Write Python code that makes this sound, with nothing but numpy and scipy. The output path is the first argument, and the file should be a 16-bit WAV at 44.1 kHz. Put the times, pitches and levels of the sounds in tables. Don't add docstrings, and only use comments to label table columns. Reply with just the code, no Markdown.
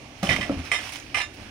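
import sys
import numpy as np
from scipy import signal
from scipy.fft import rfft, irfft
from scipy.io import wavfile
from scipy.ndimage import uniform_filter1d

SR = 44100
rng = np.random.default_rng(int(sys.argv[2]) if len(sys.argv) > 2 else 0)


def generate_wav(signal):
    frames = np.transpose(np.atleast_2d(signal))
    scaled = np.clip(frames, -1, 1) * 32767
    pcm = np.round(scaled).astype(np.int16)
    wavfile.write(sys.argv[1], SR, pcm)


def elevation(decibels):
    levels = np.asarray(decibels, float)
    return 10 ** (levels / 20)


N = 66150


def curve(table, hz):
    rows = np.array(table)
    return np.interp(np.log(hz + 1), np.log(rows[:, 0]), rows[:, 1])


def colour(x, db_of):
    size = 4096
    cepstrum = irfft(db_of(np.fft.rfftfreq(size, 1 / SR)) * np.log(10) / 20)
    cepstrum[1:size // 2] *= 2
    cepstrum[size // 2 + 1:] = 0
    response = irfft(np.exp(rfft(cepstrum)))
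    return signal.fftconvolve(x, response[None], axes=-1)[:, :N]


def unit(x):
    return x / np.sqrt(np.mean(x ** 2))


def shape(start, rise, t60):
    t = np.maximum(np.arange(N) / SR - start, 0)
    return (1 - np.exp(-t / max(rise, 1e-4))) * elevation(-60 * t / t60)


def ring(x, hz, t60):
    radius = elevation(-60 / (max(t60, 0.005) * SR))
    angle = 2 * np.pi * hz / SR
    return signal.lfilter([0, np.sin(angle)], [1, -2 * radius * np.cos(angle), radius * radius], x)


def clicks(rate, spread_db):
    chance, sign, size = rng.random((3, 2, N))
    level = elevation(spread_db * np.minimum(-np.log(1 - size), 4))
    return unit((chance < rate / SR) * np.sign(sign - 0.5) * level)


def walk(rate):
    k = int(SR / rate)
    steps = np.repeat(rng.standard_normal(N // k + 1), k)
    return 1.3 * uniform_filter1d(uniform_filter1d(steps, k), k)[:N]


# frequency in Hz, level in dB per Hz.
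WATER_SPECTRUM = [(22, -11), (110, -1.5), (166, -15), (281, -5), (415, -16.5), (1500, -25.5), (4500, -28),
                  (16000, -42)]


def water():
    rush, swell, f = 0, walk(3.6), np.fft.rfftfreq(N, 1 / SR)
    for hz in 25 * 2 ** np.arange(0, 9.6, 0.5):
        window = np.exp(-(np.log2((f + 1) / hz) / 0.35) ** 2)
        band = irfft(rfft(rng.standard_normal((2, N))) * window, N)
        rush = rush + band * elevation(0.6 * swell + 1.6 * walk(14))
    bubbles_per_s, bubble_db, water_db = 890, -12.5, -45
    t = np.arange(800) / SR
    pops = np.zeros((2, N + 800))
    for when, pitch, size, side in rng.random((2000, 4))[:int(bubbles_per_s * N / SR)]:
        hz = 500 * 2 ** (3.2 * pitch)
        level = elevation(-2.5 * np.log(1 - size)) * np.sqrt(hz / 300)
        chirp = np.sin(2 * np.pi * hz * t * (1 + 0.0179 * hz * t))
        start = int(when * N)
        pops[int(2 * side), start:start + len(t)] += level * chirp * np.exp(-t * hz / 10.5)
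    mix = unit(rush) + elevation(bubble_db) * unit(pops[:, :N])
    return elevation(water_db) * unit(colour(mix, lambda f: curve(WATER_SPECTRUM, f)))


# frequency in Hz, level in dB per Hz.
GRIT_SPECTRUM = [(180, -34), (400, -12), (900, -6), (2000, -9), (4500, -14.5), (8500, -18.5),
                 (12500, -25.5), (16000, -27)]


def grit(tilt_db=0.):
    grains = rng.standard_normal((2, N)) + 1.02 * clicks(1500, 3.6)
    return unit(colour(grains, lambda f: curve(GRIT_SPECTRUM, f) + tilt_db * np.log2((f + 50) / 2500)))


# start in seconds, level in dB, rise in seconds, t60 in seconds,
# tilt in dB per octave.
SCRAPES = [(0.228, -25.5, 0.00084, 0.15, 2), (0.244, -33.5, 0.0031, 1, 0.5),
           (0.441, -34.5, 0.045, 0.65, -3), (0.628, -37, 0.032, 0.83, 0.5), (0.2283, -32, .0005, 0.028, -9),
           (0.799, -34.5, 0.022, 0.88, 2), (0.8907, -37.5, 0.0009, 0.068, 6),
           (0.922, -33, 0.0005, 0.17, 3.5), (0.956, -37, 0.0011, 0.14, 2), (.56, -38.5, 0.03, 0.35, 0),
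           (.716, -33.5, 0.0033, 0.42, -3.5), (1.16, -32.5, 0.0064, 0.18, -7),
           (1.202, -38, 0.0038, 0.1, -2), (.17, -47, 0.013, 0.43, 2.5), (.648, -41.5, .001, 0.086, 3),
           (1.336, -46.5, .003, 0.17, 6), (1.37, -47.5, 0.0028, 1, 1)]


def scrapes():
    rough = elevation(1.2 * walk(60))
    total = sum(elevation(db) * shape(s, rise, t60) * grit(tilt) for s, db, rise, t60, tilt in SCRAPES)
    return elevation(-4) * rough * total


# start in seconds, level in dB, frequency in Hz,
# length in cycles.
TICKS = [(.7175, -28, 2089, 200), (.734, -27, 2089, 90), (.750, -31, 2089, 71), (.725, -39, 3662, 410),
         (1.2025, -24.5, 2085, 31), (1.2105, -33, 3662, 160), (1.213, -34, 2765, 130),
         (.293, -25.5, 1966, 126), (.426, -34, 1966, 112), (.413, -39.5, 3662, 180),
         (.7165, -16.5, 2270, 16), (1.1452, -16.5, 2450, 12), (.2905, -18.5, 2200, 11),
         (0.27, -21, 3060, 23), (0.8607, -31, 1000, 4), (0.833, -27, 3200, 4.7), (.8463, -31, 5500, 3.7),
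         (0.8937, -21, 3600, 3), (.905, -31, 3000, 6.7), (.9222, -15, 9400, 4.5), (.9224, -29, 6200, 3),
         (1.1, -30, 3000, 3), (1, -22, 6300, 7.2), (.9355, -21, 9800, 6.5), (.9345, -36, 5400, 5),
         (0.942, -32, 3200, 3.6), (.9565, -36, 9500, 4), (0.89, -29, 2900, 7.7), (.9665, -22, 6900, 6.6),
         (.989, -37, 11000, 6), (1.371, -31, 5100, 5.6)]


def ticks():
    t = np.arange(N) / SR
    mono = np.zeros(N)
    for s, db, hz, cycles in TICKS:
        mono += elevation(db) * shape(s, 0.00019, 3 * cycles / hz) * np.sin(2 * np.pi * hz * (t - s))
    return mono * np.array([[1], [0.5]])


# start in seconds, level in dB, rise in seconds.
THUDS = [
    (.2290, -16, 0.0036),
    (0.2893, -17.5, 0.002),
    (0.4945, -14.5, 0.0035),
    (0.567, -20, 0.0046),
    (.590, -19.5, 0.0032),
]
# frequency in Hz, level in dB, t60 in seconds.
STAMP_MODES = [(188.6, 4.5, 0.06), (119, -38, 0.13), (267, -12.5, 0.14), (555, -5.5, 0.072),
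               (705, 0, 0.031), (775, -9.5, 0.077), (1220, -7, 0.04)]
TROUGH_MODES = [(91.3, -8, 0.25), (137, -4, 0.14), (187, -42, 0.3), (259.7, -13.5, 0.48),
                (539, -17.5, 0.16), (652, -1, 0.027), (31.7, -15.5, 0.42)]
POST_MODES = [(278.8, -1, 0.2), (257, -10.5, 0.094), (301, -8.5, 0.11), (556, -5.5, 0.1),
              (484, -9.5, 0.083), (609, -6.5, 0.053), (1307, -5.5, 0.021), (199, -15, 0.33)]
FRAME_MODES = [(78.5, -3.5, 0.16), (57, -24, 0.16), (158, -11.5, 0.13), (264, -3.5, 0.067)]
# start in seconds, level in dB, t60 in seconds.
SHUDDERS = [(0.234, -27.5, 0.35), (0.303, -29.5, 0.36), (0.377, -33.5, 0.78), (0.499, -35, 0.43),
            (1.381, -42.5, 0.38), (.0, -41, 0.24)]
# frequency in Hz, level in dB per Hz.
SHUDDER_SPECTRUM = [(15, -27), (25, -9), (156, -3.5), (196, -1), (484, -10), (608, -4.5), (827, -18),
                    (1200, -7), (1560, -44), (2640, -120)]


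def timber():
    out, t = np.zeros((2, N)), np.arange(N) / SR
    parts = [STAMP_MODES, TROUGH_MODES, POST_MODES, FRAME_MODES, FRAME_MODES]
    for (s, db, rise), modes in zip(THUDS, parts):
        for hz, mode_db, t60 in modes:
            out[0] -= elevation(db + mode_db) * shape(s, rise, t60) * np.sin(2 * np.pi * hz * (t - s))
    noise = rng.standard_normal((2, N))
    shake = unit(colour(noise, lambda f: curve(SHUDDER_SPECTRUM, f) - 12 * np.log2(1 + f / 1200)))
    return out + shake * sum(elevation(db) * shape(s, 0.0081, t60) for s, db, t60 in SHUDDERS)


# frequency in Hz, t60 in seconds, level in dB on
IRON_MODES = [(770, 0.077, -34, -23, -23, -27), (1191.7, 0.07, -21, -15, -13.5, -14.5),
              (1744, 0.15, -25.5, -19, -22, -20), (1964, 0.11, -14.5, -15, -23, -32),
              (2089, 0.11, -17, -11.5, -14.5, -22), (2325, 0.009, -13, -28, -23, -38),
              (2400, 0.027, -38, -29, -22, -38), (2780, 0.25, -34, -54, -42, -27),
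              (3045, 0.049, -20, -14.5, -21, -30), (3220, 0.04, -16.5, -12.5, -28.5, -38),
              (3660, 0.23, -26.5, -21.5, -32, -24.5),
              (613, 0.092, -39, -24, -32, -52), (969, 0.096, -40, -26, -29, -30),
               (1460, 0.027, -42, -30, -39, -30), (2290, 0.065, -25, -31, -30, -35),
               (2480, 0.075, -38, -34, -27, -39), (2875, 0.047, -31, -23, -19, -19.5),
               (10700, 0.16, -42, -34, -38, -39), (11750, .1, -47, -38, -41, -39),
               (12100, .1, -47, -42.5, -43, -43)]
BOLT_HZ = [4030, 4280, 5100, 5258, 5740, 6055, 6920, 7473, 8030, 8170, 8520, 8730, 9115, 9900]
# t60 in seconds, level in dB on blow 0, 1, 2, 3.
BOLT_RINGS = [(0.1, -32, -30, -26, -24), (0.079, -36, -26, -31, -38), (0.075, -39, -30, -29, -36),
              (0.11, -30.5, -23, -26, -25), (0.17, -34, -27, -33.5, -38), (0.25, -42, -28, -30.5, -30),
              (0.17, -40, -34, -31, -32), (0.14, -44, -19.5, -40, -40), (0.13, -33, -25, -29, -30),
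              (0.12, -36, -31, -26.5, -28), (0.065, -34, -27, -36, -32), (0.37, -36.5, -23.5, -40, -34),
              (0.11, -43, -34, -30, -33), (0.11, -36, -24, -37, -37)]
# start in seconds, level in dB, chatter t60 in seconds.
CLANKS = [
    [(.2893, -8.5, 0.055), (.297, -13, 0.092), (.315, -17.5, 0.45)],
    [(.3612, -12.5, 0.032)],
    [(.4089, -17, 0.072), (.428, -25, 0.12)],
    [(.7155, -11, 0.046), (.734, -15, 0.066), (.750, -19.5, 0.1), (.785, -23.5, 0.33)],
    [(1.1442, -11, 0.037), (1.1525, -17, 0.058), (1.166, -19, 0.066), (1.171, -21, 0.12),
     (1.179, -29, 0.06), (1.186, -21.5, .06)],
    [(1.2023, -13, 0.03), (1.2105, -19, 0.055), (1.215, -23.5, 0.068), (1.222, -32, .1),
     (1.232, -38, 0.067)],
]
BLOW_OF_GROUP = [0, 0, 0, 1, 2, 3]
SEATED_S = [.336, .368, .455, .779, 1.195, 1.25]


def iron():
    rise_s, strike_t60_s, seated_t60_s = 0.0017, 0.029, 0.098
    strike_db, tap_db, rasp_db, crack_db = -15, -5.5, -16.5, 1
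    out, t = np.zeros((2, N)), np.arange(N) / SR
    knock = unit(ring(rng.standard_normal((2, N)), hz=2350, t60=0.006))
    modes = IRON_MODES + [(hz, *row) for hz, row in zip(BOLT_HZ, BOLT_RINGS)]
    for k, rows in enumerate(CLANKS):
        chatter = sum(elevation(db) * shape(s, rise_s, t60) for s, db, t60 in rows)
        strike = sum(elevation(db + strike_db) * shape(s, rise_s, strike_t60_s) for s, db, _ in rows)
        drive = chatter * clicks(rate=1500, spread_db=-1.5) * elevation(-24)
        for s, db, _ in rows:
            drive[:, int(s * SR) + 1] += elevation(db + tap_db) * np.array([1, 0.6])
        start = int(rows[0][0] * SR)
        span = slice(start, start + SR // 2)
        rung = 0
        for j, mode in enumerate(modes):
            level = (-1) ** j * elevation(mode[2 + BLOW_OF_GROUP[k]])
            rung = rung + level * ring(drive[:, span], mode[0], mode[1])
        out[:, span] += rung * elevation(-60 * np.maximum(t[span] - SEATED_S[k], 0) / seated_t60_s)
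        out += chatter * elevation(rasp_db) * grit() + strike * elevation(crack_db) * knock
    return out


# frequency in Hz, width in Hz, left level in dB, right level in dB.
PORTS = [(719, 108, 3.5, 5), (2487, 887, -4, 13), (5550, 610, -4.5, 8), (7710, 384, -3.5, -14),
         (60, 520, 1, -2.5), (13680, 1630, -11.5, -12.5)]


def ports(x, apart):
    treble = signal.lfilter(*signal.butter(1, 1690, "high", fs=SR), x[1])
    other = apart * treble + 0.13 * x[1]

    def gain(column):
        return lambda f: sum(p[column] / (1 + ((f - p[0]) / p[1]) ** 2) for p in PORTS)

    left = colour((x[0] + other)[None], gain(2))
    right = colour((x[0] - other)[None], gain(3))
    return np.vstack([left, right])


def roof(blows):
    roof_t60_s, roof_db = 0.16, -10
    tail = rng.standard_normal((2, N // 4)) * shape(0.004, 0.011, roof_t60_s)[:N // 4]
    tail = signal.lfilter(*signal.butter(1, 400, "high", fs=SR), tail)
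    tail = tail / np.sqrt(np.sum(tail ** 2) / 2)
    return elevation(roof_db) * signal.fftconvolve(blows[:1], tail, axes=-1)[:, :N]


def scene():
    blows = iron() + scrapes() + ticks() + timber()
    return ports(blows + roof(blows), apart=0.68) + ports(water(), apart=1)


def top_cut(x):
    return signal.sosfilt(signal.butter(12, 16870, fs=SR, output="sos"), x)


def record(dry):
    low_pass = signal.ellip(8, 0.5, 60, 15750, fs=SR, output="sos")
    mix = signal.sosfilt(low_pass, dry)
    return top_cut(mix)


dry = scene()
out = record(dry)
generate_wav(out)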